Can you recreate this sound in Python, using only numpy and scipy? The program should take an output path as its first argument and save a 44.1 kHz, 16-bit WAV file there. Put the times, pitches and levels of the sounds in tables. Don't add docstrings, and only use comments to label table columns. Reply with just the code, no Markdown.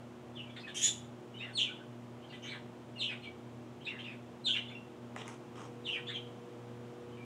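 import sys
import numpy as np
from scipy import signal
from scipy.fft import rfft, irfft, next_fast_len
from scipy.io import wavfile
from scipy.ndimage import map_coordinates

SR = 44100
rng = np.random.default_rng(int(sys.argv[2]) if len(sys.argv) > 2 else 0)


def master(y):
    cut = np.clip(np.atleast_2d(y).T, -1, 1)
    pcm = np.round(cut * 32767)
    wavfile.write(sys.argv[1], SR, pcm.astype(np.int16))


N = 319715
T = np.arange(N) / SR


def undb(db):
    return 10 ** (np.asarray(db) / 20)


def unit(x):
    return x / np.sqrt(np.mean(x ** 2) + 1e-20)


def colour(x, points):
    hz, db = np.transpose(points)
    size = next_fast_len(len(x))
    f = np.maximum(np.fft.rfftfreq(size, 1 / SR), 1)
    gain = undb(np.interp(np.log(f), np.log(hz), db))
    return irfft(rfft(x, size) * gain, size)[:len(x)]


def noise(points, size):
    return unit(colour(rng.standard_normal(size), points))


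def wander(rate, size):
    place = np.arange(size) * rate / SR
    return map_coordinates(rng.standard_normal(size // 4 + 8), [place], order=3, mode="mirror")


def add(out, start_s, x):
    i = int(start_s * SR)
    x = x[:max(N - i, 0)]
    out[i:i + len(x)] += x


def swell(size, edge):
    return signal.windows.tukey(size, min(edge, 1))


def appliance(hum_waver_db=1.0, rush_db=-55.0, air_db=-58, closer_db=1):
    # (frequency [Hz], level at first [dB], level after the listener has moved [dB],
    # change at each throb [dB])
    hum = [(120, -54.5, -53, -9), (240, -53.5, -54.5, -4.5), (360, -60, -58, 2.5), (480, -68, -56, 1.5),
           (600, -66.5, -73, -5.5)]
    # (frequency [Hz], waver rate [1/s], level [dB])
    fan = [(87.5, 7.2, -70), (136.2, 24, -63), (316.3, 9, -65.5)]
    # (frequency [Hz], level [dB])
    air = [(400, -23), (700, -0.5), (1100, -5.5), (1760, -13.5), (3200, -16), (4400, -25), (7000, -26),
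           (10000, -34.5), (15000, -58)]
    # (frequency [Hz], level [dB])
    rush = [(25, -19), (65, -14.5), (100, -15), (190, 9.5), (400, 7), (650, 2), (800, -34)]
    move_start_s, move_end_s = 4.53, 5.97
    throb_hz, throb_peak_s, throb_narrow = 1.91, 0.713, 3.6

    moved = np.interp(T, (move_start_s, move_end_s), (0, 1))
    drift_s = 0.0023 * wander(5.5, N) / 120
    out = undb(rush_db) * noise(rush, N) + undb(air_db) * noise(air, N)
    out *= undb(closer_db * (moved - 1.0))

    throb = np.abs(np.cos(np.pi * throb_hz * (T - throb_peak_s))) ** (2 * throb_narrow)
    for hz, first_db, later_db, throb_db in hum:
        db = first_db + (later_db - first_db) * moved
        db += throb_db * throb + hum_waver_db * wander(3.835, N)
        cycles = hz * (T + drift_s) + rng.random()
        out += np.sqrt(2) * undb(db) * np.sin(2 * np.pi * cycles)

    for hz, waver_per_s, db in fan:
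        sine = wander(waver_per_s, N) * np.sin(2 * np.pi * hz * T)
        cosine = wander(waver_per_s, N) * np.cos(2 * np.pi * hz * T)
        out += undb(db) * (sine + cosine)
    return out


def whistle(hz, hoarse, octave_db, flap_hz=560, hiss_db=-8):
    hiss_colour = [(700, -17.5), (1500, -4.5), (2300, -17.0), (3500, 12.5),
                   (4600, -17.0), (8500, -19.5), (13000, -31)]
    n, hoarse = len(hz), np.clip(hoarse, 0, 1)
    shake = .17 * np.minimum(hoarse, .25)
    flap = np.sin(2 * np.pi * np.cumsum(flap_hz * (1 + .4 * wander(400, n))) / SR)
    sag = .6 - np.abs(wander(220, n))
    phase = 2 * np.pi * np.cumsum(hz * (1 + shake * (2 * sag - flap))) / SR
    tone = np.sin(phase) + undb(octave_db) * np.sin(2 * phase)
    hiss = undb(hiss_db) * hoarse * noise(hiss_colour, n)
    return unit(tone * (1 + np.sqrt(hoarse) * flap) + hiss)


def squeak(length, slide_s, glide_s, opening_hz, low_hz, rebound_s, rebound_hz, db, fade, quaver,
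           octave_db, thin_db):
    # (frequency [Hz], level [dB])
    breath_colour = [(2000, -19.5), (3200, -3), (4700, 3), (7000, -3), (9000, -4.5), (12000, -14),
                     (15000, -31)]
    breath_db = -31.5
    attack_s, release_s, rebound_half_s = .022, .02, 0.01602
    release_sag = 0.112
    break_quaver, quaver_per_s = .018, 450
    quaver_lean = .25
    flutter, flutter_per_s = .3, 400
    held_hoarse, break_hoarse = 0.011, 0.031

    t = T[:int(length * SR)]
    landed = 1 / (1 + np.exp((slide_s - t) / glide_s))
    breaking = np.sin(np.pi * landed)
    release = np.clip(1 - (length - t) / release_s, 0, 1)

    hz = opening_hz + (low_hz - opening_hz) * landed
    hz += rebound_hz * np.exp(-((t - rebound_s) / rebound_half_s) ** 2)
    shake = quaver * landed + break_quaver * breaking
    chance = wander(quaver_per_s, len(t))
    leaps = shake * (chance + quaver_lean * (chance ** 2 - 1))
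    hz = np.minimum(hz * (1 + leaps), opening_hz)
    hz *= 1 - release_sag * release

    level_db = db + thin_db * (1 - landed) ** 2 - fade * np.maximum(t - slide_s, 0)
    gate = np.minimum(t / attack_s, 1) * np.sqrt(1 - release)
    gate *= 1 + flutter * landed * wander(flutter_per_s, len(t))
    tone = whistle(hz, held_hoarse * landed + break_hoarse * breaking, octave_db)
    breath = undb(breath_db) * landed * noise(breath_colour, len(t))
    return (tone + breath) * undb(level_db) * gate


def peep(length, first_hz, last_hz, db, hoarse, octave_db):
    most, full_at_hoarse, per_s = .045, .3, 800
    n = int(length * SR)
    gate = swell(n, .5)
    tremble = most * np.clip(hoarse / full_at_hoarse, 0, 1) * wander(per_s, n)
    hz = np.linspace(first_hz, last_hz, n) * (1 + tremble)
    return whistle(hz, hoarse, octave_db) * undb(db) * gate


def shriek(rasp_db=-4):
    # (time [s], length [s], pitch [Hz], peak level [dB])
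    pushes = [(0.744, 0.076, 3213, -38), (0.815, 0.072, 3520, -30.5)]
    # (frequency [Hz], level [dB])
    rasp_colour = [(700, -61), (1800, -9), (3200, -11), (4000, -50), (4600, -13), (5600, -6), (7000, -4),
                   (8500, -10), (10500, -16.5), (12500, -31), (15000, -50)]
    edge_db, peak_share = -6.5, 0.38
    scoop, scoop_s = .12, 0.01326
    octave_equal_db = -35.5
    octave_growth = 1.3

    out = np.zeros(N)
    for start_s, length, pitch_hz, peak_db in pushes:
        n = int(length * SR)
        t = T[:n]
        hz = pitch_hz * (1 - scoop * np.exp(-t / scoop_s))
        db = peak_db + np.interp(t / length, (0, peak_share, 1), (edge_db, 0, edge_db))
        octave_db = octave_growth * (db - octave_equal_db)
        phase = 2 * np.pi * np.cumsum(hz * (1 + .032 * wander(1100, n))) / SR
        rattle = 1 + .9 * wander(1500, n)
        tone = rattle * np.sin(phase) + np.sqrt(2) * undb(octave_db) * np.sin(2 * phase)
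        rasp = undb(rasp_db) * noise(rasp_colour, n)
        add(out, start_s, (tone + rasp) * undb(db) * swell(n, 0.035))
    return out


def croak(length, first_hz, last_hz, db, hoarse, octave_db):
    fade_db, bend = -11.5, 1.7
    spent = np.linspace(0, 1, int(length * SR))
    hz = first_hz + (last_hz - first_hz) * spent ** bend
    tone = whistle(hz, hoarse * spent, octave_db)
    return tone * undb(db + fade_db * spent) * swell(len(hz), 0.18)


def airway_calls(croak_octave_db=-23, peep_octave_db=-27):
    # (time [s], length [s], slide after [s], slide time constant [s], opening pitch [Hz],
    # low pitch [Hz], rebound after [s], rebound [Hz], level [dB], fade [dB/s], quaver [share of pitch],
    # octave [dB], thin opening [dB])
    squeak_rows = [ (0.348, .105, 0.031, 0.011, 3595, 2642, 0.077, 301, -42, 145, 0.063, -35, -4),
                   (1.53, .112, .047, 0.00705, 4380, 2920, .095, 381, -26.5, 13, 0.063, -20.5, -13.5),
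                   (2.976, 0.11, 0.033, 0.0083, 4397, 2900, .083, 169, -29, 147, 0.0814, -26, -14.5),
                   (4.439, .112, 0.03, 0.00795, 4130, 3055, 0.083, 372, -25.5, 103, 0.068, -25, -8),
                   (5.837, .13, .023, 0.0083, 4060, 2845, .085, 249.5, -34, 9, 0.038, -28.5, -17), ]
    # (time [s], length [s], first pitch [Hz], last pitch [Hz], level [dB],
    # final hoarseness [0-1, higher counts as 1])
    croak_rows = [ (1.419, 0.097, 2132, 1483, -43.5, 1), (2.506, 0.062, 2347, 1395, -39.5, 0.9),
                  (3.09, 0.048, 2580, 2023, -34.5, 0.8), (3.109, 0.034, 1515, 1130, -48.5, 1.1),
                  (3.898, 0.088, 2180, 1527, -44, 0.6), (4.056, 0.084, 2680, 2130, -42.5, 0.73),
                  (4.546, .036, 2550, 1646, -34.5, 0.97), (5.965, 0.026, 1920, 1370, -39, 1.2), ]
    # (time [s], length [s], first pitch [Hz], last pitch [Hz], level [dB],
    # hoarseness [0-1, higher counts as 1])
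    peep_rows = [ (0.456, 0.045, 2370, 2310, -58, 0.08), (0.492, 0.026, 3400, 3410, -54, 0.09),
                 (0.56, 0.019, 2210, 1870, -45, 1), (0.561, 0.022, 3800, 3680, -46, 0.5),
                 (0.593, 0.031, 4690, 4850, -54, 0.25), (0.629, 0.035, 2664, 2484, -47, 0.14),
                 (0.665, 0.025, 1860, 1665, -44.5, 0.15), (0.671, 0.042, 3600, 2880, -47, 1.1),
                 (1.336, 0.046, 2820, 3190, -47.5, 0.06), (1.379, 0.043, 3820, 3610, -49, 0.06),
                 (1.393, 0.055, 2485, 2986, -41, 0.12), (1.638, 0.048, 2710, 2260, -43, 0.04),
                 (1.692, 0.02, 1500, 1455, -48, 0.13), (1.8, 0.011, 1540, 1480, -50, 0.16),
                 (2.218, 0.043, 2850, 3260, -56.5, 0.2), (2.282, 0.048, 4400, 4160, -60, 0.28),
                 (2.296, 0.031, 2810, 2870, -51.5, 0.1), (2.319, 0.037, 1690, 2360, -51, 0.8),
                 (2.322, 0.035, 3500, 2890, -49, 1.1), (2.415, 0.076, 3010, 3076, -46, 0.18),
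                 (2.418, 0.062, 6080, 6320, -54.5, 0.18), (2.435, 0.068, 2000, 2450, -48.5, 1),
                 (2.469, 0.053, 3770, 4154, -45.5, 0.19), (2.511, 0.047, 3500, 3000, -50, 1),
                 (2.953, 0.045, 2900, 2640, -47.5, 0.08), (3.22, 0.018, 4240, 4010, -59, 0),
                 (3.227, 0.036, 2804, 3255, -47, 0.55), (3.251, 0.028, 2370, 2240, -45.5, 0),
                 (3.805, 0.037, 2900, 3350, -53.5, 0.13), (3.847, 0.036, 4130, 3440, -42.5, 0.1),
                 (3.861, 0.0405, 2400, 2960, -35.5, 0.09), (3.984, 0.031, 3026, 3136, -42, 0.29),
                 (4.039, 0.021, 3610, 2930, -44, 0.3), (4.068, 0.023, 2500, 2590, -43, 0.11),
                 (4.479, .022, 1610, 1540, -48.5, 0.12), (4.533, 0.018, 2700, 2790, -32, 0.02),
                 (4.562, 0.015, 3124, 2970, -28, 0.2), (4.678, 0.03, 3526, 3430, -45.5, 0.1),
                 (4.695, 0.031, 2040, 2590, -49.5, 0.3), (4.75, 0.011, 2740, 2730, -40, 0.02),
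                 (5.923, 0.047, 2700, 2220, -37.5, 0.04), (6.062, 0.054, 3257, 3850, -39, 0.18),
                 (6.082, 0.049, 1958, 2285, -44.5, 0.45), (6.137, 0.039, 3340, 2973, -35.5, 0.15),
                 (7.118, 0.032, 3140, 3000, -61, 0.1), (7.167, 0.017, 2880, 2400, -55.5, 0.33),
                 (7.19, 0.035, 2420, 2310, -54, 0.07), ]
    # (frequency [Hz], level [dB])
    throat = [(4100, -1.5), (4900, -4), (6000, -5), (8600, 7.5), (10500, -4.5)]

    out = np.zeros(N)
    for start_s, *row in squeak_rows:
        add(out, start_s, squeak(*row))
    for start_s, *row in croak_rows:
        add(out, start_s, croak(*row, croak_octave_db))
    for start_s, *row in peep_rows:
        add(out, start_s, peep(*row, peep_octave_db))
    return colour(out, throat)


def shuffling(grain_db=3):
    # (time [s], click level [dB], knock level [dB])
    ticks = [(5.1625, -40, -30.5), (5.2795, -35, -50), (5.594, -49, -43)]
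    # (time [s], length [s], level [dB], gritty band near 3 kHz relative to it [dB])
    scuffs = [(5.168, 0.061, -52, -11), (5.175, 0.049, -54.5, 3), (5.252, .1, -52.5, -21),
              (5.551, 0.12, -53, -13.5)]
    # (frequency [Hz], level [dB])
    click_colour = [(500, -11), (2000, 7.5), (4000, -12), (7000, 2), (10000, -7), (14000, -32)]
    knock_colour = [(150, -18), (500, 9), (1100, 10), (2100, 1), (3200, -13), (7000, -41)]
    scuff_colour = [(120, -15), (250, 14), (650, 1.5), (1150, 8.5), (1700, -3.5), (3200, -6.5), (4400, -21),
                    (5600, -7.5), (8500, -15), (13000, -45)]
    grit_colour = [(200, -25), (1500, -13), (2700, 6), (3800, -1), (4600, -42)]
    click_ring_s, knock_ring_s, knock_rise_s = .007, .025, .002

    out = np.zeros(N)
    t = T[:2048]
    for start_s, click_db, knock_db in ticks:
        click = noise(click_colour, len(t)) * undb(click_db - 60 * t / click_ring_s)
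        knock = noise(knock_colour, len(t)) * undb(knock_db - 60 * t / knock_ring_s)
        knock *= np.minimum(t / knock_rise_s, 1)
        add(out, start_s, (click + knock) * swell(len(t), .01))

    for start_s, length, db, grit_db in scuffs:
        n = int(length * SR)
        grit = undb(grit_db) * noise(grit_colour, n)
        rub = noise(scuff_colour, n) + grit
        level_db = db + grain_db * wander(301, n)
        add(out, start_s, rub * undb(level_db) * swell(n, 0.11))
    return out


def room(x, early_db, tail_db, early_s=0.017):
    # (frequency [Hz], time to fall 60 dB [s])
    decay_points = [(250, 0.72), (1500, 0.28), (3000, 0.37), (7000, 0.3), (14000, 0.41)]
    t = T[:SR * 3 // 4]
    hz, t60 = np.transpose(decay_points)
    f = np.fft.rfftfreq(len(t), 1 / SR)
    white = rfft(rng.standard_normal(len(t)))

    tail = np.zeros(len(t))
    for share, decay_s in zip(np.eye(len(hz)), t60):
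        band = irfft(white * np.interp(f, hz, share), len(t))
        tail += band * undb(-60 * t / decay_s)
    tail *= np.minimum(t / 0.018, 1)

    early = rng.standard_normal(len(t)) * (rng.random(len(t)) < .02)
    early *= np.exp(-t / early_s) * (t > .002)

    response = (t == 0) + undb(early_db) * early / np.linalg.norm(early)
    response += undb(tail_db) * tail / np.linalg.norm(tail)
    return signal.fftconvolve(x, response / np.linalg.norm(response))[:N]


def scene():
    calls = room(airway_calls() + shriek(), early_db=0.5, tail_db=-2.5)
    near = room(shuffling(), early_db=-7, tail_db=-5)
    return (calls + near + appliance())[None]


def record(dry):
    top_hz = 15600
    low_pass = signal.ellip(8, .2, 70, top_hz, fs=SR, output="sos")
    return signal.sosfilt(low_pass, dry)


dry = scene()
out = record(dry)
master(out)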